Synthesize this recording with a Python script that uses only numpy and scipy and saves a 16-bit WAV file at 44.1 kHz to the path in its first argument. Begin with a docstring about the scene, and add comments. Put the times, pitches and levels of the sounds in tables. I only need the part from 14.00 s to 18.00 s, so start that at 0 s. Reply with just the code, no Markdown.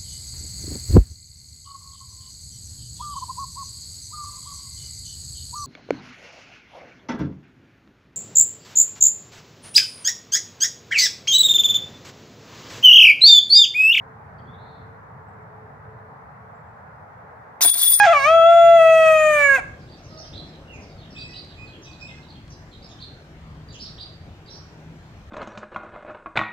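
"""Disc into a chain basket

In a wooded park, far traffic and a hum are heard first, with thin bird chips and a buzzy call.
Then a thrown disc hits the hanging chains of a metal basket, a little left of a two-port microphone.
Traffic is shaped noise, the hum is narrow noise, and the birds are gliding tones and noise notes.
Random blows make steel links ring and clatter; the plastic disc knocks in its own dying tones.
A gain control turns everything down under the loud rattle and recovers slowly.
"""
import sys
import numpy as np
from scipy import signal
from scipy.fft import rfft, irfft
from scipy.io import wavfile
from scipy.ndimage import uniform_filter1d

SR = 44100
rng = np.random.default_rng(int(sys.argv[2]) if len(sys.argv) > 2 else 0)


def ratio(d):
    """dB to gain"""
    e = np.asarray(d, float) / 20
    return 10 ** e


def output_pcm(signal):
    """Save a mono or channel-first signal as 16-bit PCM at the path in sys.argv[1].

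    Samples are clipped to [-1, 1] before scaling.
    """
    pcm = np.clip(np.atleast_2d(signal).T, -1, 1) * 32767
    wavfile.write(sys.argv[1], SR, np.round(pcm).astype(np.int16))


N = 176400  # samples in the scene: 4 s

# Colour of far traffic and air: f/Hz, relative level/dB
ROAD_SPECTRUM = [(30, -24), (60, -23), (80, -7.5), (100, 2.5), (125, -4.5), (160, -5), (204, -11),
                 (260, -17), (337, -22.5), (434, -13.5), (558, -12.5), (825, -7), (1570, -15),
                 (1910, -19.5), (2990, -44), (4500, -47.5), (7520, -54), (11000, -57.5), (16000, -54)]
# Likeness of left and right traffic: f/Hz, likeness (1 = same, 0 = unrelated)
ROAD_LIKENESS = [(60, 0.95), (150, 0.95), (380, 0.52), (950, 0.0031), (2380, 0.00046), (5980, -0.096),
                 (15000, -0.16)]
# Slow traffic drift, used about its average: t/s, bass level/dB, low-middle level/dB
RUMBLE_DRIFT = [(0.0, -47.5, -59), (0.05, -54, -58.5), (0.31, -49, -60), (0.44, -48.5, -56.5),
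                (0.78, -49, -59), (0.79, -48.5, -54), (1.09, -50.5, -61), (1.43, -50.5, -58),
                (2.64, -51.5, -63.5), (3.58, -56.5, -63)]
ROAD_RMS_DB, PATCHY_DB, SWELL_DB = -45, 0.9, -0.21
# Engine whine: t/s, f/Hz, level/dB
HUM_TRACK = [(0, 447.3, -55.5), (.5, 443, -61.5), (.75, 446.4, -55), (1.1, 447.4, -59.5), (1.4, 435, -53),
             (2.0, 438.5, -56), (2.6, 444, -62.5), (2.8, 443, -78), (3.5, 433.4, -65)]
HUM_WIDTH_HZ = 13.0  # of each of two resonances in a row

# Short bird notes: t/s, length/s, f/Hz, width/Hz, level/dB
BIRD_CHIPS = [(0.379, 0.026, 4540, 250, -67.5), (.385, 0.029, 3250, 250, -66),
              (0.41, 0.025, 4600, 200, -74), (0.451, .02, 3220, 250, -72), (0.457, 0.024, 4330, 250, -74),
              (1.274, 0.044, 7700, 60, -82), (1.325, .035, 7400, 80, -87), (1.41, .03, 7520, 80, -89),
              (2.544, .04, 7450, 49, -79), (2.66, .04, 7600, 100, -82), (2.764, .04, 7320, 80, -90)]
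CHIP_FALL = 0.02  # share of its pitch that each chip drops
# Buzzy bird call: t/s, centre f/Hz, level/dB, tremble each way/Hz
BUZZY_CALL = [(.47, 3330, -59, 60), (.49, 3440, -61, 59.6), (.53, 3523, -64, 80), (.545, 3605, -54.5, 200),
              (.575, 3660, -73, 200), (.585, 3790, -64, 250), (.62, 3880, -59.5, 293),
              (.7, 3995, -61.5, 390), (.76, 3900, -62, 395), (.8, 3840, -66.5, 450), (.86, 3930, -73, 400)]
BUZZ_PER_S, BUZZ_WANDER = 170, 0.13
BIRD_ECHO_DB, BIRD_ECHO_T60_S = -1, 0.58

# How hard the links clash: t/s, clatter level/dB, low, middle and high ring levels/dB
CHAIN_SHAKE = [(3.608, -17, -41, -22, -28), (3.616, -19, -38, -32, -27), (3.632, -6, -20, -40, -7.5),
               (3.656, -21.5, -16, -3.5, -22), (3.692, -13.5, -10.5, -14.5, -18),
               (3.726, -33, -56, -44, -29), (3.744, -17, -17, -31, -44), (3.756, -30, -22, -20, -19),
               (3.782, -18, -25, -20, -20), (3.802, -18, -25, -30, -26), (3.818, -18, -9.5, -10, -12),
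               (3.84, -18.5, -26, -26, -11), (3.858, -19, -15, -7, -24), (3.896, -23, -20, -19.5, -4),
               (3.936, -17.5, -22, -3, -34), (3.946, -17, -50, -36, -13), (3.966, -29.5, -23, -19, -20),
               (4.0, -20, -23, -25.5, -23)]
# Low ringing tones of the links: f/Hz, relative level/dB, time to fall 60 dB/s
LOW_LINK_MODES = [(3385, -13, .15), (3413, -6, .3), (3432, 0, .33), (3450, -6, .25), (3485, -12, .15)]
# Middle ringing tones of the links: f/Hz, relative level/dB, time to fall 60 dB/s
MIDDLE_LINK_MODES = [(9489, 0, .33), (9540, 0, .33), (9585, -3, .33), (9610, -8, .4), (9691, -9, .45),
                     (9793, -11, .4), (9945, -14, .3), (10092, -15, .4)]
# High tones differ from link to link, so each row is a crowd:
# centre f/Hz, spread/Hz, relative level/dB, time to fall 60 dB/s
HIGH_LINK_CROWDS = [(14150, 130, 0, .16), (14790, 90, -3, .16), (15350, 150, -13, .12),
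                    (10150, 280, -8, .15)]
LINKS = 14  # tones in each crowd
RING_HITS_PER_S, RING_SIZE_DB = 220, 3.2
# Colour of short unpitched link contacts: f/Hz, relative level/dB
CLATTER_SPECTRUM = [(300, -43), (700, -19), (1530, -12), (2600, -20), (3100, -25.5), (3500, -7), (4500, -9),
                    (5700, -10.5), (7300, -9), (8600, -7), (9700, -8), (12300, -10.5), (14000, -3.5),
                    (15300, 2), (16000, -50)]
CLATTER_PER_S, CLATTER_SIZE_DB, CLATTER_T60_S = 1400, 4.2, 0.025  # rate over both strands
WIRE_T60_S, WIRE_DB = 0.085, -1  # wire level against the contacts
# Disc strikes chain and pole: t/s, level/dB, tilt/dB per octave
DISC_KNOCKS = [(3.608, -16, 5), (3.646, -8, -1.5), (3.752, -22.5, -1), (3.829, -36, 1)]
# Tones of the disc: f/Hz, relative level/dB, time to fall 60 dB/s
DISC_MODES = [(330, -7, .09), (500, -11, .05), (700, 3, .05), (955, 1, .05), (1150, -7, .05),
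              (1550, -4, .07), (1780, -6, .05), (2300, -9, .04)]
KNOCK_RISE_S, SLAP_DB, SLAP_T60_S = 0.004, -9, 0.03
# Hard link clashes: t/s, crack level/dB, crack f/Hz, middle ring level/dB
HARD_CLASHES = [(3.609, -23, 4000, -48), (3.615, -10, 5720, -35), (3.621, -5, 5830, -17),
                (3.626, -18, 3920, -16), (3.637, -24, 5030, -12), (3.648, -3.5, 14900, -19),
                (3.659, -16.5, 10300, -10.5), (3.685, -36, 9800, -28), (3.795, -44, 7950, -13),
                (3.834, -31, 4500, -13), (3.886, -31, 7000, -28), (3.943, -18, 7000, -26.5)]
CLASH_T60_S, CLASH_WIDTH = 0.044, 0.44  # width as a share of the pitch

# Level difference of the ports: f/Hz, left minus right level/dB
PORT_LEVELS = [(300, 0), (1300, 1), (3400, 4), (5500, 1), (7500, 2), (9500, 6), (12000, 1), (14500, 0)]
# Full phase lead of the left port: f/Hz, lead/rad
PORT_LEAD = [(0, 0), (1700, .8), (3400, 2.5), (5200, 1.9), (6400, 3.1), (9500, 5.2), (16000, 8.3)]
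NEAR_SHARE, FAR_SHARE = 0.94, 0.62  # shares of that lead; far strands hang more to the front
TREES_DB, TREES_T60_S = -7.5, 0.1
MIC_LOW_CUT_HZ, MIC_HIGH_CUT_HZ = 36.4, 15750
AGC_KNEE_DB, AGC_SHARE = -29, 0.3  # the gain drops by this share of the dB above the knee
AGC_FORGET_DB_PER_S = 25  # how fast a remembered peak sinks


def evened(x):
    """Scales a sound to an rms of 1."""
    return x / np.sqrt(np.mean(x ** 2) + 1e-20)


def read(points, hz):
    """Reads a table in even steps of pitch, with straight lines between its points."""
    f, value = np.transpose(points)
    return np.interp(np.log(hz + 1), np.log(f + 1), value)


def curve(rows, column):
    """Draws one column of a table as a line over the scene's time."""
    rows = np.array(rows)
    return np.interp(np.arange(N) / SR, rows[:, 0], rows[:, column])


def add(mix, s, sound):
    """Mixes a sound in at s seconds, cutting off what runs past the end."""
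    part = mix[round(s * SR):][:len(sound)]
    part += sound[:len(part)]


def resonate(x, hz, width):
    """A resonance of peak gain 1 that can follow a pitch curve."""
    turn = np.exp(2j * np.pi * np.cumsum(hz * np.ones(len(x))) / SR)
    r = np.exp(-np.pi * width / SR)
    # Shift the pitch down to zero, smooth, then shift it back.
    return 2 * (turn * signal.lfilter([1 - r], [1, -r], x / turn)).real


def narrow_noise(count, hz, width):
    """Noise through two equal resonances in a row, which leaves a rough pitch."""
    return resonate(resonate(rng.standard_normal(count), hz, width), hz, width)


def colour(x, points):
    """Filters by a spectrum table without smearing sound ahead of its start."""
    db = np.maximum(read(points, np.fft.rfftfreq(2048, 1 / SR)), -100)
    log = np.log(ratio(np.r_[db, db[-2:0:-1]]))
    # This phase makes the filter answer as early as it can.
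    response = np.fft.ifft(np.exp(log - 1j * signal.hilbert(log).imag)).real[:1024]
    return signal.oaconvolve(x, response)[:len(x)]


def clicks(count, per_s, size_db):
    """Sparse random blows of uneven size and sign, scaled to rms 1."""
    chance = rng.random(count)
    size = np.minimum(rng.exponential(1, count), 4)
    sign = rng.choice([-1., 1.], count)
    return evened((chance < per_s / SR) * sign * ratio(size_db * size) + 1e-9)


def ring(hz, t60):
    """A dying sine of energy 1, the answer of one tone to a blow."""
    t = np.arange(SR // 2) / SR
    tone = ratio(-60 * t / t60) * np.sin(2 * np.pi * hz * t)
    return tone / np.linalg.norm(tone)


def tail(t60):
    """Scattered echoes from trunks and ground, different in each channel, that die away."""
    t = np.arange(SR) / SR
    taps = rng.standard_normal((2, SR)) * (rng.random((2, SR)) < .05)
    taps = taps * ratio(-60 * t / t60) * (t > .002)
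    return taps / np.linalg.norm(taps[0])


def road():
    """Far traffic: patchy, swelling noise whose low end drifts down overall as the traffic leaves."""
    frames, hz = N // 512 + 5, np.fft.rfftfreq(2048, 1 / SR)
    a, b, c, d, patches = rng.standard_normal((frames, 1025, 5)).T
    patches = uniform_filter1d(patches, size=16, axis=0)
    patches = evened(uniform_filter1d(patches, size=5, axis=1))
    swell = evened(uniform_filter1d(rng.standard_normal(frames), size=15))
    at = np.minimum(np.arange(frames) * 512, N - 1)
    bass, low = (curve(RUMBLE_DRIFT, column=k)[at] for k in (1, 2))
    is_bass, is_low = hz < 220, (hz >= 220) & (hz < 420)
    drift = is_bass[:, None] * (bass - bass.mean()) + is_low[:, None] * (low - low.mean())
    same = np.clip(read(ROAD_LIKENESS, hz), -1, 1)[:, None]
    left = a + 1j * b
    right = same * left + np.sqrt(1 - same ** 2) * (c + 1j * d)
    level_db = read(ROAD_SPECTRUM, hz)[:, None] + PATCHY_DB * patches + SWELL_DB * swell + drift
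    spectra = np.array([left, right]) * ratio(level_db)
    wash = signal.istft(spectra, nperseg=2048, noverlap=1536)[1][:, :N]
    return ratio(ROAD_RMS_DB) * wash / np.sqrt(np.mean(wash.mean(0) ** 2))


def hum():
    """Engine whine: narrow noise that follows a pitch and level curve."""
    whine = narrow_noise(N, curve(HUM_TRACK, column=1), HUM_WIDTH_HZ)
    return ratio(curve(HUM_TRACK, column=2)) * evened(whine)


def bird_chips():
    """Thin short notes: narrow noise that falls slightly in pitch."""
    out, t = np.zeros(N), np.arange(4000) / SR
    for s, length, centre_hz, width, db in BIRD_CHIPS:
        hz = centre_hz * (1 + CHIP_FALL * (.5 - t / length))
        note = narrow_noise(len(t), hz, width)[:round(length * SR)]
        add(out, s, ratio(db) * evened(note) * np.hanning(len(note)) ** .5)
    return out


def buzzy_call():
    """A tone whose pitch trembles fast enough to sound like a buzz."""
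    t = np.arange(N) / SR
    wander = uniform_filter1d(rng.standard_normal((2, N)), size=300)
    rate_wander, pitch_wander = BUZZ_WANDER * evened(wander)
    tremble = np.sin(2 * np.pi * np.cumsum(BUZZ_PER_S * (1 + rate_wander)) / SR) + pitch_wander
    hz = curve(BUZZY_CALL, column=1) + curve(BUZZY_CALL, column=3) * tremble
    fade = np.clip(np.minimum(t - BUZZY_CALL[0][0], BUZZY_CALL[-1][0] - t) / .01, 0, 1)
    return fade * ratio(curve(BUZZY_CALL, column=2)) * np.sin(2 * np.pi * np.cumsum(hz) / SR)


def birds():
    """Chips and buzzy call together, blurred by echoes from the trees."""
    calls = bird_chips() + buzzy_call()
    echo = signal.fftconvolve(calls[None], tail(BIRD_ECHO_T60_S), axes=1)[:, :N]
    return calls + ratio(BIRD_ECHO_DB) * echo


def link_ringing():
    """Random blows and hard clashes set off the links' tones; returns near and far strands."""
    start = round(CHAIN_SHAKE[0][0] * SR)
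    n, strands = N - start, np.zeros((2, N))
    hard = np.zeros(N)
    for s, _, _, ring_db in HARD_CLASHES:
        add(hard, s, ratio(ring_db) * np.array([30.]))
    spots = (np.arange(LINKS) + rng.random(LINKS)) / LINKS * 4 - 2
    crowd = [(hz + spread * z, db - 4.3 * z ** 2, t60)
             for hz, spread, db, t60 in HIGH_LINK_CROWDS for z in spots]
    for column, modes in zip((2, 3, 4), (LOW_LINK_MODES, MIDDLE_LINK_MODES, crowd)):
        level = ratio(curve(CHAIN_SHAKE, column=column)[start:])
        total = np.linalg.norm([ratio(db) for _, db, _ in modes])
        for k, (hz, db, t60) in enumerate(modes):
            blows = level * clicks(n, RING_HITS_PER_S, RING_SIZE_DB)
            if column == 3:  # hard clashes drive only the middle ring
                blows = blows + hard[start:]
            # High tones take turns between strands; the others stay near.
            strand = k % 2 if column == 4 else 0
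            strands[strand, start:] += ratio(db) / total * signal.fftconvolve(blows, ring(hz, t60))[:n]
    return strands


def clatter():
    """Short noisy link contacts and flicked basket wires, made separately for near and far strands."""
    start = round(CHAIN_SHAKE[0][0] * SR)
    n, t, strands = N - start, np.arange(4000) / SR, np.zeros((2, N))
    level = ratio(curve(CHAIN_SHAKE, column=1)[start:])
    for strand in strands:
        contacts, wires = np.zeros(n), np.zeros(n)
        for noise in rng.standard_normal((4, len(t))):
            grain = noise * ratio(-60 * t / CLATTER_T60_S)
            # Four grains on each of two strands share the full rate.
            contacts += signal.fftconvolve(clicks(n, CLATTER_PER_S / 8, CLATTER_SIZE_DB), grain)[:n]
        for hz in np.geomspace(3700, 13000, num=40) * rng.uniform(0.93, 1.03, size=40):
            wires += signal.fftconvolve(clicks(n, 40, 3.4), ring(hz, WIRE_T60_S))[:n]
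        rattle = colour(evened(contacts) + ratio(WIRE_DB) * evened(wires), CLATTER_SPECTRUM)
        add(strand, start / SR, level * evened(rattle) / np.sqrt(2))
    return strands


def disc():
    """Each knock sets off the disc's dying tones with a short soft rise, plus a dull noise slap."""
    out, t = np.zeros(N), np.arange(8000) / SR
    for s, db, tilt_db in DISC_KNOCKS:
        body = np.zeros(len(t))
        for hz, mode_db, t60 in DISC_MODES:
            level = ratio(mode_db + tilt_db * np.log2(hz / 1000) - 60 * t / t60)
            body += level * np.sin(2 * np.pi * (hz * t + rng.random()))
        body *= np.minimum(t / KNOCK_RISE_S, 1)
        slap = evened(narrow_noise(len(t), 1900, 1500))
        slap = slap * ratio(SLAP_DB + tilt_db - 60 * t / SLAP_T60_S)
        add(out, s, ratio(db) * (body / 3 + slap))
    return out


def hard_clashes():
    """Cracks of dying, roughly pitched noise, taking turns between near and far strands."""
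    strands, t = np.zeros((2, N)), np.arange(4000) / SR
    for k, (s, db, hz, _) in enumerate(HARD_CLASHES):
        crack = narrow_noise(len(t), hz, CLASH_WIDTH * hz)
        add(strands[k % 2], s, ratio(db - 60 * t / CLASH_T60_S) * evened(crack))
    return strands


def ports(x, share):
    """A near source reaches the two ports with a phase lead and a level difference."""
    hz = np.fft.rfftfreq(N + SR, 1 / SR)
    lead = share * np.interp(hz, *np.transpose(PORT_LEAD))
    # Each port takes half of the difference, in opposite directions.
    side = ratio(read(PORT_LEVELS, hz) / 2) * np.exp(.5j * lead)
    return irfft(rfft(x, N + SR) * np.array([side, 1 / side]), N + SR)[:, :N]


def scene():
    """Basket nearby with echoes from the trees; road, hum and birds around it."""
    background = road() + hum() + birds()
    near, far = link_ringing() + clatter() + hard_clashes()
    near = near + disc()
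    echo = signal.fftconvolve((near + far)[None], tail(TREES_T60_S), axes=1)[:, :N]
    basket = ports(near, NEAR_SHARE) + ports(far, FAR_SHARE) + ratio(TREES_DB) * echo
    return basket + background


def band_limit(x):
    """A steep low-pass at the top of the band."""
    return signal.sosfilt(signal.butter(12, 16530, fs=SR, output="sos"), x)


def record(dry):
    """The microphone limits bass and treble; gain control pulls loud sound down and recovers slowly."""
    low_cut = signal.butter(2, MIC_LOW_CUT_HZ, "high", fs=SR, output="sos")
    heard = signal.sosfilt(low_cut, dry)
    heard = signal.oaconvolve(heard, signal.firwin(255, MIC_HIGH_CUT_HZ, fs=SR)[None], "same")
    # Power over the last 10 ms
    power = uniform_filter1d((heard ** 2).mean(0), size=440, origin=219)
    power_db = 10 * np.log10(abs(power) + 1e-12)
    # Remember the loudest level, letting that memory sink steadily.
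    fall = np.arange(N) * AGC_FORGET_DB_PER_S / SR
    held_db = np.maximum.accumulate(power_db + fall) - fall
    over_db = np.maximum(held_db - AGC_KNEE_DB, 0)
    mix = heard / ratio(AGC_SHARE * uniform_filter1d(over_db, size=200))
    return band_limit(mix)


dry = scene()
out = record(dry)
output_pcm(out)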